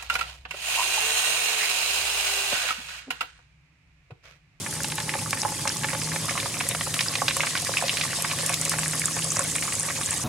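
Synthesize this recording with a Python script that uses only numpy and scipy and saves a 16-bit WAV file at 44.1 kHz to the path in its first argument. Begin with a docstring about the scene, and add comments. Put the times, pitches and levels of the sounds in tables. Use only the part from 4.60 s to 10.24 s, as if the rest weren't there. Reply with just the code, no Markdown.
"""A yard, close to a shallow plastic tray with a grating: a thin stream from a plastic bottle falls in.
It traps air pockets that plop and ring the tray, churns up small bubbles and throws droplets that tick.
The foam it raises fizzes ever brighter and muffles the splashing underneath.
A distant machine hums faintly over a low rumble."""
import sys
import numpy as np
from scipy import signal
from scipy.fft import rfft, irfft, next_fast_len
from scipy.io import wavfile
from scipy.ndimage import uniform_filter1d, map_coordinates

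SR = 44100
rng = np.random.default_rng(int(sys.argv[2]) if len(sys.argv) > 2 else 0)


def to_wav(s):
    """Save 16-bit WAV."""
    ch = np.atleast_2d(s).T  # columns
    pcm = np.round(np.clip(ch, -1, 1) * 32767)  # PCM
    wavfile.write(sys.argv[1], SR, pcm.astype(np.int16))


N = 248710

# pour strength: t/s, level/dB re full flow
FLOW_DB = [(0, -7.5), (.45, -7), (1.1, -7), (1.7, -2), (2.3, -4.5), (2.75, -1), (3.55, 0.5), (4.2, -1.5),
           (5.64, -3)]
# liquid cover of the tray bottom: t/s, share/0-1
FLOODED_SHARE = [(0, 0), (1.3, 0.19), (1.7, 1), (5.64, 0.82)]


def amp(db):
    """Decibels to gain."""
    return 10 ** (np.asarray(db) / 20)


def unit(x):
    """Scale to rms 1."""
    return x / np.sqrt(np.mean(x ** 2) + 1e-20)


def along(points, hz):
    """Interpolate (f/Hz, value) points on a log frequency axis."""
    f, value = np.transpose(points)
    return np.interp(np.log(hz + 1), np.log(f + 1), value)


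def curves(rows):
    """One per-sample curve for each column after t/s."""
    t, *columns = np.transpose(rows)
    return [np.interp(np.arange(N) / SR, t, column) for column in columns]


def wobble(knots_per_s):
    """Smooth random curve."""
    coarse = np.linspace(0, N, 4096)
    knots = rng.standard_normal(int(N * knots_per_s / SR) + 4)
    return np.interp(np.arange(N), coarse, map_coordinates(knots, [coarse * knots_per_s / SR]))


def filtered(x, response):
    """Apply a frequency response."""
    size = next_fast_len(N + SR // 2)
    return irfft(rfft(x, size) * response(np.fft.rfftfreq(size, 1 / SR)), size)[..., :N]


def resonance(f, hz, width_hz):
    """Causal resonance, gain 1 at its centre."""
    return 1j * f * width_hz / (hz * hz - f * f + 1j * f * width_hz)


def stereo(pair, spectrum):
    """Two unrelated signals to one coloured stereo sound of rms 1."""
    # left-right likeness: f/Hz, correlation
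    likeness = [(120, 0.99), (300, 0.9), (1000, 0.72), (2500, 0.85), (5000, 0.16), (8000, 0.69),
                (13000, 0.59)]

    def response(hz):
        angle = np.arccos(np.clip(along(likeness, hz), -1, 1)) / 2
        return amp(along(spectrum, hz)) * [np.cos(angle), np.sin(angle)]

    mid, side = filtered(pair, response)
    return unit(np.array([mid + side, mid - side]))


def machine():
    """Distant wavering hum over a low rumble."""
    # machine levels: t/s, hum/dB, rumble/dB
    levels = [(0, -40, -38), (.35, -37, -38.5), (1.1, -41, -39), (1.5, -33.5, -38.5), (1.85, -43.5, -38.7),
              (2.3, -38.5, -39.5), (2.7, -39.5, -40), (3.35, -46, -40.5), (3.8, -35.5, -39.5),
              (4.7, -34, -39), (5.3, -42, -40)]
    # hum lines: f/Hz, level/dB, wander/Hz
    hum_lines = [(157.2, -4, 1.73), (108, -17.5, 2.43)]
    # rumble spectrum: f/Hz, level/dB
    rumble_spectrum = [(5, -70), (20, -40), (45, -23.5), (65, -11.5), (110, -1), (140, -1.5), (190, -7.5),
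                       (290, -8), (390, -14), (700, -20), (2000, -25), (8000, -64)]
    hum_db, rumble_db = curves(levels)
    hum = np.zeros(N)
    for hz, db, wander_hz in hum_lines:
        peak = np.sqrt(2) * amp(db + 1.9 * wobble(6.5))
        hum += peak * np.sin(2 * np.pi * np.cumsum(hz + wander_hz * wobble(9)) / SR)
    rumble = stereo(rng.standard_normal((2, N)), rumble_spectrum)
    return amp(hum_db) * hum + amp(rumble_db) * rumble


def bubbles(per_s, low_hz, high_hz, decay_cycles, spread_db, hiss_db, samples):
    """Swarm of small damped bubbles over hiss, as mid and side; smaller ones are briefer."""
    when, pitch, strength, pan = rng.random((int(per_s * N / SR), 4)).T[..., None]
    hz = low_hz * (high_hz / low_hz) ** pitch
    cycles = hz * np.arange(samples) / SR
    gain = amp(spread_db * np.minimum(-np.log(1 - strength), 4)) * hz / high_hz  # a few stand out
    rings = gain * np.sin(2 * np.pi * cycles) * np.exp(-cycles / decay_cycles)
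    at = ((when * N).astype(int) + np.arange(samples)).ravel()
    pair = [unit(np.bincount(at, (rings * weight).ravel(), N)[:N]) for weight in (1, 2 * pan - 1)]
    return np.array(pair) + amp(hiss_db) * rng.standard_normal((2, N))


def clustered(pair, depth_db):
    """Bubbles come in brief clusters of like size: narrow bands flare and fade."""
    bands = signal.stft(pair, nperseg=512)[2]
    flare = rng.standard_normal(bands.shape[1:])
    for axis in (0, 1):
        flare = uniform_filter1d(flare, size=4, axis=axis)
    return signal.istft(bands * amp(depth_db * unit(flare)), nperseg=512)[1][:, :N]


def ripeness(t):
    """How far the foam has ripened into large ringing cells, 0-1."""
    start_s, rise_s = 3.7, 0.63
    return np.clip((t - start_s) / rise_s, 0, 1)


def fizz():
    """Fine spray crackles with the flow; foam builds, and its ripe cells burst with short rings."""
    # spectra of spray, foam and ringing cells: f/Hz, level/dB
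    spray_spectrum = [(200, -73), (2500, -2.5), (4200, 0), (5200, 3.5), (6500, -1.5), (9000, -3),
                      (14000, -41)]
    foam_spectrum = [(300, -80), (4500, -20), (6200, -2.5), (7700, -2.5), (9700, -1), (10800, -3.5),
                     (12000, -11), (14000, -11), (16000, -9)]
    cell_spectrum = [(300, -80), (4500, -26), (5600, -10), (6400, -5.5), (7700, -2.5), (9000, -9.5),
                     (10200, -7), (11200, -40), (13000, -35)]
    t = np.arange(N) / SR
    ripe = ripeness(t)
    flow_db, = curves(FLOW_DB)
    cushion_db, foam_build_s = -1, 1  # ripe foam cushions the stream: less spray
    flutter = wobble(50)
    spray_db = -33.5 + 0.6 * flow_db + cushion_db * ripe + 1.3 * flutter
    foam_db = -33 - 3.5 * np.exp(-t / foam_build_s) + 0.89 * flutter
    cell_db = -51 + 16 * ripe + 1.7 * wobble(110)
    spray = bubbles(per_s=1200, low_hz=3630, high_hz=9050, decay_cycles=2.3,
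                    spread_db=1, hiss_db=7.5, samples=160)
    foam = bubbles(per_s=1600, low_hz=5500, high_hz=15000, decay_cycles=2.8,
                   spread_db=4, hiss_db=2.5, samples=128)
    cells = bubbles(per_s=600, low_hz=5500, high_hz=11000, decay_cycles=5,
                    spread_db=4, hiss_db=-1, samples=200)
    return (amp(spray_db) * stereo(clustered(spray, depth_db=2.5), spray_spectrum)
            + amp(foam_db) * stereo(clustered(foam, depth_db=1.5), foam_spectrum)
            + amp(cell_db) * stereo(clustered(cells, depth_db=2.5), cell_spectrum))


def tray(f, flooded):
    """Direct sound plus tray modes, whose strengths shift as liquid covers the bottom."""
    # tray modes: f/Hz, width/Hz, nearly dry level/dB, flooded level/dB
    modes = [(553.4, 36.6, 14.5, 13), (697, 38, -20, 8.5), (858, 47, 17, -8), (1112, 136, -4, 2),
             (1740, 140, 2, -12), (2390, 860, -0.5, -1), (3790, 420, -4, -3)]
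    return 1 + sum(amp(dry_db + (wet_db - dry_db) * flooded) * resonance(f, hz, width_hz)
                   for hz, width_hz, dry_db, wet_db in modes)


def under_foam(x):
    """Ripe foam swallows the treble of the splashing under it."""
    cutoff_hz = 3700
    ripe = ripeness(np.arange(N) / SR)
    dull = filtered(x, lambda hz: amp(0.2) / np.sqrt(1 + (hz / cutoff_hz) ** 6))
    return (1 - ripe) * x + ripe * dull


def stream():
    """Bubbles churn where the stream lands, following the flow in quick uneven surges."""
    # spectra of gurgle and splash: f/Hz, level/dB
    gurgle_spectrum = [(20, -80), (250, -45), (420, -2), (560, -4), (750, -4.5), (1100, 1), (1400, -4.5),
                       (2200, -33)]
    splash_spectrum = [(100, -80), (900, -26), (1500, -2.5), (1900, 4), (2500, 0), (3100, -1.5), (4200, -3),
                       (6000, -13)]
    flow_db, = curves(FLOW_DB)
    flooded, = curves(FLOODED_SHARE)
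    surge = wobble(45)
    large = bubbles(per_s=260, low_hz=444, high_hz=1690, decay_cycles=2.1,
                    spread_db=3, hiss_db=-2.5, samples=600)
    small = bubbles(per_s=600, low_hz=1400, high_hz=5000, decay_cycles=3.5,
                    spread_db=2.1, hiss_db=1.5, samples=400)
    in_dry_tray = filtered(large, lambda f: tray(f, flooded=0))
    in_wet_tray = filtered(large, lambda f: tray(f, flooded=1))
    gurgle = stereo((1 - flooded) * in_dry_tray + flooded * in_wet_tray, gurgle_spectrum)
    splash = under_foam(stereo(clustered(small, depth_db=3.5), splash_spectrum))
    return amp(-39.5 + flow_db + 2 * surge) * gurgle + amp(-38 + flow_db + 2.7 * surge) * splash


def pops(rows, snap_db, scatter_db, scatter_db_per_oct, scatter_t60_s, scatter_side, yard_db, yard_t60_s):
    """Heavily damped bubble pulses, coloured by the tray and scattered by grating and walls."""
    start_s, level_db, hz, width_oct = rows.T
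    samples = 3072
    f, t = np.fft.rfftfreq(samples, 1 / SR), np.arange(samples) / SR
    noise = rng.standard_normal((len(rows), 4, samples))
    ring = resonance(f, hz[:, None], (np.log(8) * width_oct * hz)[:, None])
    bubble = ring ** 3 + amp(snap_db) * ring  # a few swelling cycles plus the abrupt pinch-off
    flooded = np.interp(start_s, *np.transpose(FLOODED_SHARE))
    voice = (bubble * tray(f, flooded[:, None]))[:, None]

    def pulse(spectrum):
        wave = irfft(spectrum)
        return wave / np.linalg.norm(wave, axis=-1, keepdims=True)

    def echo(reflections, t60_s):
        envelope = amp(-60 * t / t60_s) * (1 - np.exp(-t / 0.0012))
        return pulse(voice * rfft(reflections * envelope))

    near = echo(noise[:, :2], scatter_t60_s)
    near = near[:, :1] + scatter_side * near[:, 1:] * np.array([[1], [-1]])  # mid/side to left/right
    near_gain = amp(scatter_db + scatter_db_per_oct * width_oct)[:, None, None]
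    waves = pulse(voice) + near_gain * near + amp(yard_db) * echo(noise[:, 2:], yard_t60_s)
    gains = amp(level_db) * np.sqrt(SR / 100) / np.linalg.norm(waves.mean(axis=1), axis=-1)  # 10 ms rms
    out = np.zeros((2, N + samples))
    for start, gain, wave in zip(np.clip(start_s * SR, 0, N - 1).astype(int), gains, waves):
        out[:, start:start + samples] += gain * wave
    return out[:, :N]


def loose_times(per_s):
    """One random moment in each equal time slot."""
    count = int(per_s * N / SR)
    return (np.arange(count) + rng.random(count)) / per_s


def lesser_ticks():
    """Rows of faint ticks: sparse spatter, then denser, stronger and purer as the foam ripens."""
    t = loose_times(per_s=8.8)
    ripe = ripeness(t)
    strength, pitch = np.clip(rng.standard_normal((len(t), 2)), -2, 2).T
    level_db = -33 + 2 * ripe + 1.1 * strength
    hz = 8230 * 2 ** (0.22 * pitch)
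    width_oct = 0.53 - 0.41 * ripe
    sounding = rng.random(len(t)) < 0.29 + ripe
    return np.column_stack([t, level_db, hz, width_oct])[sounding]


def ticks():
    """Flung droplets and bursting foam cells snap sharply, almost dry; broad ones spatter."""
    # loudest droplets and foam cells: t/s, level/dB, f/Hz, width/octaves
    loud_ticks = [(.2337, -29, 7870, .55), (.402, -33, 5940, 0.78), (.7075, -28.5, 6940, 0.78),
                  (.8177, -26, 5640, .2), (1.077, -25, 6140, 0.44), (1.093, -27.5, 5310, .2),
                  (1.656, -31, 8770, 0.37), (2.0892, -22.5, 9600, 0.29), (2.409, -27, 4920, .2),
                  (2.4838, -26, 5070, 0.092), (2.688, -27, 4500, 0.27), (2.768, -26, 8780, 0.47),
                  (3.021, -31, 8800, .4), (3.048, -30.5, 6350, 0.66), (3.623, -25.5, 9050, 0.47),
                  (3.863, -24, 7900, 0.42), (3.8955, -26, 9940, .1), (3.941, -24.5, 6400, 0.98),
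                  (4.014, -25, 8000, .3), (4.052, -25.5, 7600, 0.35), (4.095, -23.5, 8000, .7),
                  (4.192, -26.5, 8040, .15), (4.281, -26.5, 8550, .2), (4.396, -26.5, 8630, 0.31),
                  (4.457, -21, 7600, .14), (4.705, -26, 6410, 0.16), (4.72, -27, 7280, .27),
                  (4.769, -26, 6200, 0.22), (4.793, -23.5, 7570, .2), (4.84, -29.5, 8900, 0.18),
                  (4.912, -32, 7930, .1), (4.9622, -24.5, 8600, 0.13), (5.153, -28, 7500, 0.24),
                  (5.198, -25, 8800, .16), (5.46, -26, 6960, .1), (5.5085, -25.5, 8140, .16)]
    return pops(np.vstack([loud_ticks, lesser_ticks()]), snap_db=-20,
                scatter_db=-9, scatter_db_per_oct=14, scatter_t60_s=0.013, scatter_side=0.72,
                yard_db=-14, yard_t60_s=0.079)


def lesser_plops():
    """Rows of faint plops: blobs land at an uneven pace, harder in strong flow."""
    t = loose_times(per_s=10)
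    strength, pitch, width = np.clip(rng.standard_normal((len(t), 3)), -2, 2).T
    level_db = -30.5 + 0.88 * np.interp(t, *np.transpose(FLOW_DB)) + 2.1 * strength
    hz = 1850 * 2 ** (0.44 * pitch)
    width_oct = 0.35 * 2 ** (0.5 * width)
    return np.column_stack([t, level_db, hz, width_oct])


def plops():
    """The stream breaks into blobs, each trapping an air pocket; the broadest are ragged splats."""
    # loudest air pockets: t/s, level/dB, f/Hz, width/octaves
    loud_plops = [(.063, -32.5, 1410, 0.49), (.244, -27, 2300, 1.7), (.32, -30.5, 1720, 1.6),
                  (.3815, -26.5, 1530, 1.25), (.401, -32, 1870, 1.2), (.493, -26, 2130, 0.54),
                  (.539, -26.5, 1800, 0.73), (.552, -28, 915, 0.6), (.73, -22.5, 1470, 0.74),
                  (.831, -28.5, 1500, 1.9), (.85, -21, 920, 0.37), (.921, -32.5, 900, .8),
                  (1.054, -26, 960, 0.36), (1.074, -26, 1380, 0.93), (1.234, -28.5, 1750, 1.6),
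                  (1.244, -23.5, 1520, 0.81), (1.288, -29, 1910, 0.38), (1.331, -27, 1050, 1.7),
                  (1.348, -28.5, 1000, 1.7), (1.417, -31.5, 2480, .9), (1.56, -27, 1250, 1.1),
                  (1.694, -27, 2010, 0.36), (1.708, -29.5, 1350, 2.3), (1.777, -26, 1410, 0.9),
                  (1.801, -29, 3190, 0.78), (1.859, -29, 960, 0.75), (2.008, -24, 1650, 0.87),
                  (2.148, -26.5, 930, 2.5), (2.21, -26.5, 1680, 1.05), (2.2725, -31, 744, 0.36),
                  (2.34, -25.5, 3130, 1.9), (2.392, -22, 2360, 0.54), (2.407, -23, 2650, 1.9),
                  (2.554, -23, 2000, 1.5), (2.619, -21, 920, 0.49), (2.682, -18, 2360, 1.2),
                  (2.709, -26, 2070, 0.71), (2.767, -27, 1150, 1.1), (2.8057, -21, 2260, .3),
                  (2.834, -25, 1300, 0.69), (2.872, -26.5, 1860, 0.75), (2.953, -24, 1690, 0.67),
                  (2.975, -28, 3360, 0.52), (3.093, -29.5, 765, 0.58), (3.1705, -20.5, 2560, 0.24),
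                  (3.183, -27, 2440, .35), (3.224, -26, 804, .45), (3.239, -28, 590, 0.42),
                  (3.282, -26, 3900, 0.62), (3.2945, -21.5, 2810, .35), (3.371, -26, 2510, 0.81),
                  (3.412, -23, 2550, .7), (3.646, -28, 1050, 0.24), (3.713, -27, 2280, 1.1),
                  (3.9, -28.5, 850, .45), (4.118, -28.5, 1460, 0.51), (4.139, -29, 1145, 0.94),
                  (4.187, -28.5, 1710, .6), (4.233, -30, 2110, .55), (4.418, -28, 2070, .3),
                  (4.482, -31.5, 1370, 0.3), (4.567, -30.5, 990, 1.1), (4.7685, -29.5, 620, 0.81),
                  (4.7937, -26, 910, 0.71), (4.806, -37, 570, 0.44), (4.955, -29, 2360, 1.2),
                  (5.025, -29, 2010, .6), (5.3, -31, 1240, 0.92), (5.412, -32, 1330, 0.56)]
    return pops(np.vstack([loud_plops, lesser_plops()]), snap_db=-32,
                scatter_db=-6.5, scatter_db_per_oct=9, scatter_t60_s=0.025, scatter_side=0.24,
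                yard_db=-5.5, yard_t60_s=0.18)


def scene():
    """The pour over the machine, slightly right: louder there and, below 7 kHz, a little earlier."""
    # pour balance: f/Hz, left minus right/dB
    balance = [(150, -8), (600, -1.1), (1300, -3.5), (2800, -0.9), (5000, -1), (12000, 0.5)]
    sides = np.array([[0.5], [-0.5]])

    def placement(hz):
        phase_rad = np.interp(hz, [0, 4500, 7000], [0, -0.7, 0])
        return amp(along(balance, hz) * sides) * np.exp(1j * phase_rad * sides)

    pour = plops() + ticks() + stream() + fizz()
    return filtered(pour, placement) + machine()


def record(dry):
    """The microphone dulls the top octave; nothing passes above the band limit."""
    rolloff = [(10000, 0), (12500, -2.0), (16000, -15.5)]  # f/Hz, level/dB
    limit_hz = 16000
    return filtered(dry, lambda hz: amp(along(rolloff, hz)) * (hz < limit_hz))


dry = scene()
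out = record(dry)
to_wav(out)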